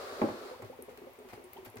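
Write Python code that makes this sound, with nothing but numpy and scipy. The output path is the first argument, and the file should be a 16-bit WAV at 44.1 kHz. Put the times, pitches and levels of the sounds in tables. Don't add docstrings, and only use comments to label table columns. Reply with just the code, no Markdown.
import sys
import numpy as np
from scipy import signal
from scipy.fft import rfft, irfft, next_fast_len
from scipy.io import wavfile
from scipy.ndimage import uniform_filter1d

SR = 44100
rng = np.random.default_rng(int(sys.argv[2]) if len(sys.argv) > 2 else 0)


def transcribe(signal):
    frames = np.atleast_2d(signal).T
    limited = np.clip(frames, -1, 1)
    pcm = np.round(limited * 32767).astype(np.int16)
    wavfile.write(sys.argv[1], SR, pcm)


N = 79380
T = np.arange(N) / SR


def amp(db):
    return 10 ** (np.asarray(db) / 20)


def unit(x):
    return x / np.sqrt(np.mean(x ** 2) + 1e-20)


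def along(points, hz):
    f, v = np.transpose(points)
    return np.interp(np.log(hz + 1), np.log(f + 1), v)


def filtered(x, response):
    padded = next_fast_len(N + SR // 2)
    hz = np.fft.rfftfreq(padded, 1 / SR)
    return irfft(rfft(x, padded) * response(hz), padded)[..., :N]


def noise(spectrum):
    # f/Hz, coefficient (-1 to 1)
    alike = [(60, 0.53), (200, 0.74), (500, 0.9), (1000, 0.042), (2000, -0.13), (4000, -0.069),
             (10000, 0.014)]

    def mid_side_response(hz):
        angle = np.arccos(np.clip(along(alike, hz), -1, 1)) / 2
        return amp(along(spectrum, hz)) * [np.cos(angle), np.sin(angle)]

    mid, side = filtered(rng.standard_normal((2, N)), mid_side_response)
    return unit(np.array([mid + side, mid - side]))


def since(s):
    return np.maximum(T - s, 0)


def fade(s, rise, t60, hold=0):
    onset = 1 - np.exp(-since(s) / rise)
    decay = np.exp(-np.log(1000) * since(s + hold) / t60)
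    return onset * decay


def room(x, wet_db):
    # f/Hz, t60/s
    room_t60 = [(150, 0.26), (500, 0.24), (3000, .22), (12000, 0.17)]
    delay_s = 0.0039
    white = noise([(20, 0), (20000, 0)])[:, :SR // 3]
    hz, t, bands = signal.stft(white, SR, nperseg=256)
    decay = np.exp(-np.log(1000) * t / along(room_t60, hz)[:, None])
    tail = signal.istft(bands * decay, SR, nperseg=256)[1]
    tail = tail * (T[:tail.shape[1]] > delay_s)
    tail = tail / np.linalg.norm(tail[0])
    return x + amp(wet_db) * signal.fftconvolve(np.atleast_2d(x), tail, axes=1)[:, :N]


def placed(x, lead_s):
    channel_sign = np.array([[1], [-1]])
    return filtered(x, lambda hz: np.exp(1j * np.pi * hz * lead_s * channel_sign))


def background():
    # t/s, level/dB
    rush_level = [(0, -43), (.2, -44), (.38, -47.5), (.5, -47.5), (.58, -56), (.72, -64.5), (.9, -85)]
    # f/Hz, relative level/dB
    rush_spectrum = [(60, -26), (150, -27), (240, -21), (380, -2), (600, -3.5), (900, -11.5), (1200, -5),
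                     (2000, -17), (3000, -21.5), (4400, -17.5), (6000, -27), (15500, -35.5)]
    # f/Hz, relative level/dB
    air_spectrum = [(25, -24), (60, 2), (100, 6), (150, -9), (230, -2.5), (420, 2.5), (750, 4.5), (1100, 2),
                    (1500, -5.5), (2200, -2.5), (3300, -10), (5000, -15.5), (8000, -20), (15500, -15.5)]
    air_db = -57.5
    rush = amp(np.interp(T, *np.transpose(rush_level))) * noise(rush_spectrum)
    return rush + amp(air_db) * noise(air_spectrum)


def knocks():
    # t/s, level/dB, thud level/dB, thud hold/s
    blows = [(0.2162, -23.5, -44, 0.039), (.2855, -33.5, -50.5, 0.035), (0.621, -42.5, -44.5, 0.028),
             (1.329, -46, -49.5, 0.012), (1.664, -52, -51, .025), (1.761, -52, -47.5, 0.027)]
    # f/Hz, relative level/dB, t60/s
    modes = [(168, -18.5, 0.15), (221, -2, 0.099), (291.6, -6.5, 0.071), (367.8, -2.5, .16),
             (493.7, -15.5, 0.45), (541, -14, 0.16), (614.4, -10, 0.18), (713, -12.5, 0.13),
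             (781, -8, 0.076), (863, -7, 0.1), (1102, -11, .1)]
    # f/Hz, relative level/dB
    body_spectrum = [(40, -45), (130, -31), (220, -4.5), (370, -15), (450, -8), (600, -7.5), (850, -9),
                     (1300, -20), (1700, -27), (3000, -41), (8000, -66)]
    # f/Hz, relative level/dB
    crack_spectrum = [(100, -12), (270, -5), (850, 4), (1400, -18.5), (2100, -6.5), (3000, -25),
                      (8000, -41)]
    body_db, body_rise_s, body_t60 = -3, 0.00073, 0.13
    crack_db, crack_rise_s, crack_t60 = -1.5, 0.00037, 0.037
    thud_hz, thud_rise_s, thud_t60 = 108, .014, .06
    bench_rise_s, lead_s, wet_db = 0.0036, 0.000084, -7

    rings, contact = np.zeros(N), np.zeros((2, N))
    body_noise, crack_noise = noise(body_spectrum), noise(crack_spectrum)
    for s, db, thud_db, thud_hold_s in blows:
        for k, (hz, mode_db, t60) in enumerate(modes):
            mode = np.sin(2 * np.pi * hz * since(s)) * fade(s, bench_rise_s, t60)
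            rings += (-1) ** k * amp(db) * amp(mode_db) * mode
        thud = np.sin(2 * np.pi * thud_hz * since(s)) * fade(s, thud_rise_s, thud_t60, thud_hold_s)
        rings += amp(thud_db) * thud
        body = amp(body_db) * body_noise * fade(s, body_rise_s, body_t60)
        crack = amp(crack_db) * crack_noise * fade(s, crack_rise_s, crack_t60)
        contact += amp(db) * (body + crack)
    return room(placed(rings, lead_s) + contact, wet_db)


def spatters(grain_db=3.5):
    # t/s, level/dB, rise/s, t60/s
    sprays = [(0.621, -48.5, .001, .05), (.645, -55, 0.0031, 0.2), (.89, -54.5, 0.0039, 0.14),
              (.974, -43, 0.0018, 0.027), (1.28, -41.5, 0.038, 0.16), (1.329, -55, 0.0028, 0.17),
              (1.53, -53, 0.0011, 0.06), (1.567, -56.5, 0.0047, 0.18), (1.65, -37, 0.0092, 0.062),
              (1.770, -38, 0.00088, 0.019)]
    # f/Hz, relative level/dB
    spray_spectrum = [(300, -1), (900, -1), (2200, 1.5), (3300, -7.5), (4500, -8.5), (7000, -13),
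                      (15000, -14.5)]
    level = sum(amp(db) * fade(s, rise, t60) for s, db, rise, t60 in sprays)
    flicker = unit(uniform_filter1d(rng.standard_normal(N), size=40))
    grains = unit(amp(grain_db * flicker))
    return room(level * grains * noise(spray_spectrum), wet_db=-5)


def ticks():
    # t/s, f/Hz, level/dB, t60/s, left-right level difference/dB
    films = [(0.459, 8200, -52, .015, -4), (0.6227, 7300, -54, 0.0098, 6.5), (0.71, 11400, -57, 0.016, -4),
             (0.8231, 10760, -37.5, 0.013, 4.5), (.9735, 15200, -62, 0.0071, 12),
             (1.134, 12300, -53, .01, -1), (1.189, 8620, -53.5, 0.012, 1.5), (1.439, 9860, -54, 0.048, 2),
             (1.489, 12600, -66, 0.0057, -3), (1.533, 13700, -38.5, 0.0099, 12.5),
             (1.566, 3030, -55, 0.067, 4), (1.6486, 12900, -50.5, .035, 13),
             (1.6816, 9790, -52, 0.0092, -4), (1.7, 11200, -46.5, 0.013, 1),
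             (1.7569, 12000, -49, 0.012, 10), (1.7685, 7400, -51, 0.011, -4), (1.784, 5450, -51, .012, 4)]
    width, rise_s, wet_db = 0.19, .0004, -8
    out = np.zeros((2, N))
    for s, hz, db, t60, pan_db in films:
        white = rng.standard_normal((2, N))
        ring = unit(filtered(white, lambda f: (1 + ((f / hz - 1) / width) ** 2) ** -1.5))
        pan = amp([[pan_db / 2], [-pan_db / 2]])
        out += amp(db) * pan * ring * fade(s, rise_s, t60)
    return room(out, wet_db)


def chirps():
    # t/s, starting f/Hz, level/dB, length/s
    surfacing = [(.528, 771, -49, 0.033), (.722, 682, -49, 0.024), (0.922, 672, -57, .022),
                 (1.324, 635, -46, 0.014), (1.561, 703, -46.5, 0.026)]
    sweep_octaves, wet_db = 0.598, -9
    out = np.zeros(N)
    for s, hz, db, length in surfacing:
        way = np.minimum(since(s) / length, 1)
        pitch = hz * 2 ** (sweep_octaves * way)
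        phase = 2 * np.pi * np.cumsum(pitch * (T > s)) / SR
        out += amp(db) * np.sin(phase) * np.sin(np.pi * way)
    return room(out, wet_db)


def bubbles():
    # t/s, starting f/Hz, level/dB, t60/s, rise/(octaves per s) during one t60
    releases = [(.02, 396, -45, 0.041, 3.4), (.065, 522, -44.5, 0.033, 1.5),
                (.120, 400.5, -41.5, 0.053, 2.3), (.192, 380, -38.5, 0.13, 1.1),
                (.238, 298.5, -23.5, 0.037, 2), (.246, 552, -28, 0.021, 2), (0.307, 296, -43, 0.034, 2.5),
                (.338, 353, -39, 0.074, 2), (0.408, 442, -44.5, 0.045, 1.9), (.424, 408, -44.5, 0.082, 1.5),
                (.453, 408, -41.5, 0.047, 2), (0.51, 488, -39.5, 0.066, 1.5), (.598, 489, -41, 0.037, 2.5),
                (.643, 383, -44.5, 0.11, 0.94), (0.698, 498, -39.5, 0.077, 3.3),
                (0.7885, 460, -39.5, 0.011, 1.8), (0.801, 442, -54.5, 0.021, 4.1),
                (0.823, 371, -49.5, .06, 0.9), (0.8804, 474, -41.5, 0.018, 1.8),
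                (0.886, 489, -42.5, .06, 2.3), (.922, 477, -49, 0.017, 6.2), (.982, 387, -47, 0.017, 1.4),
                (1.017, 386, -43, .04, 2), (1.038, 369, -44.5, 0.089, 2.3), (1.068, 530, -43.5, 0.079, 2.4),
                (1.184, 411, -47.5, 0.029, 2), (1.200, 407, -46.5, 0.097, 2.8),
                (1.247, 384, -46, 0.051, 1.3), (1.273, 368, -50, 0.02, 2), (1.375, 435, -43, 0.033, 1.6),
                (1.394, 380, -48, 0.043, 2.3), (1.440, 359, -47.5, 0.14, 0.67),
                (1.556, 386, -47.5, 0.028, 1.1), (1.584, 377, -43, 0.065, 0.97),
                (1.628, 356, -47, 0.12, 1.4), (1.740, 431, -48, .06, 2.4), (1.756, 414, -44.5, 0.04, 2),
                (1.786, 377, -47, 0.067, 1.7)]
    # f/Hz, relative level/dB
    pinch_spectrum = [(100, -48), (170, -24), (250, -18), (320, -9), (450, -6), (750, -15), (1300, -24),
                      (3000, -49), (8000, -57)]
    attack_s, hold_s, lead_s, wet_db = 0.0013, 0.007, 0.00034, -7
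    pinch_db, pinch_t60 = -9.5, 0.086
    beaker_hz, beaker_db, beaker_t60 = 253.9, -9, 0.12
    wall_s, wall_db = 0.00763, -17.5

    out, splash_level = np.zeros((2, N)), np.zeros(N)
    for s, hz, db, t60, rise in releases:
        pitch = hz * 2 ** (rise * np.minimum(since(s), t60))
        phase = 2 * np.pi * np.cumsum(pitch * (T > s)) / SR
        ring = np.sin(phase) * fade(s, attack_s, t60, hold_s)
        beaker = np.sin(2 * np.pi * beaker_hz * since(s)) * fade(s, attack_s, beaker_t60)
        direct = amp(db) * (ring + amp(beaker_db) * beaker)
        wall = amp(wall_db) * filtered(direct, lambda f: np.exp(-2j * np.pi * f * wall_s))
        out += room(placed(direct + wall, lead_s), wet_db)
        splash_level += amp(db) * fade(s, attack_s, pinch_t60)
    splash = amp(pinch_db) * splash_level * noise(pinch_spectrum)
    return out + room(splash, wet_db)


def scene():
    # f/Hz, left-right level difference/dB
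    balance = [(40, 5.5), (120, 5), (300, 0.2), (600, -0.3), (1200, 1), (2500, 0.5), (5000, 2.5),
               (12000, 5)]
    mix = bubbles() + chirps() + spatters() + knocks() + background()
    half = np.array([[.5], [-.5]])
    return filtered(mix, lambda hz: amp(along(balance, hz) * half)) + ticks()


def record(dry):
    top_hz = 16000
    return filtered(dry, lambda hz: hz < top_hz)


dry = scene()
out = record(dry)
transcribe(out)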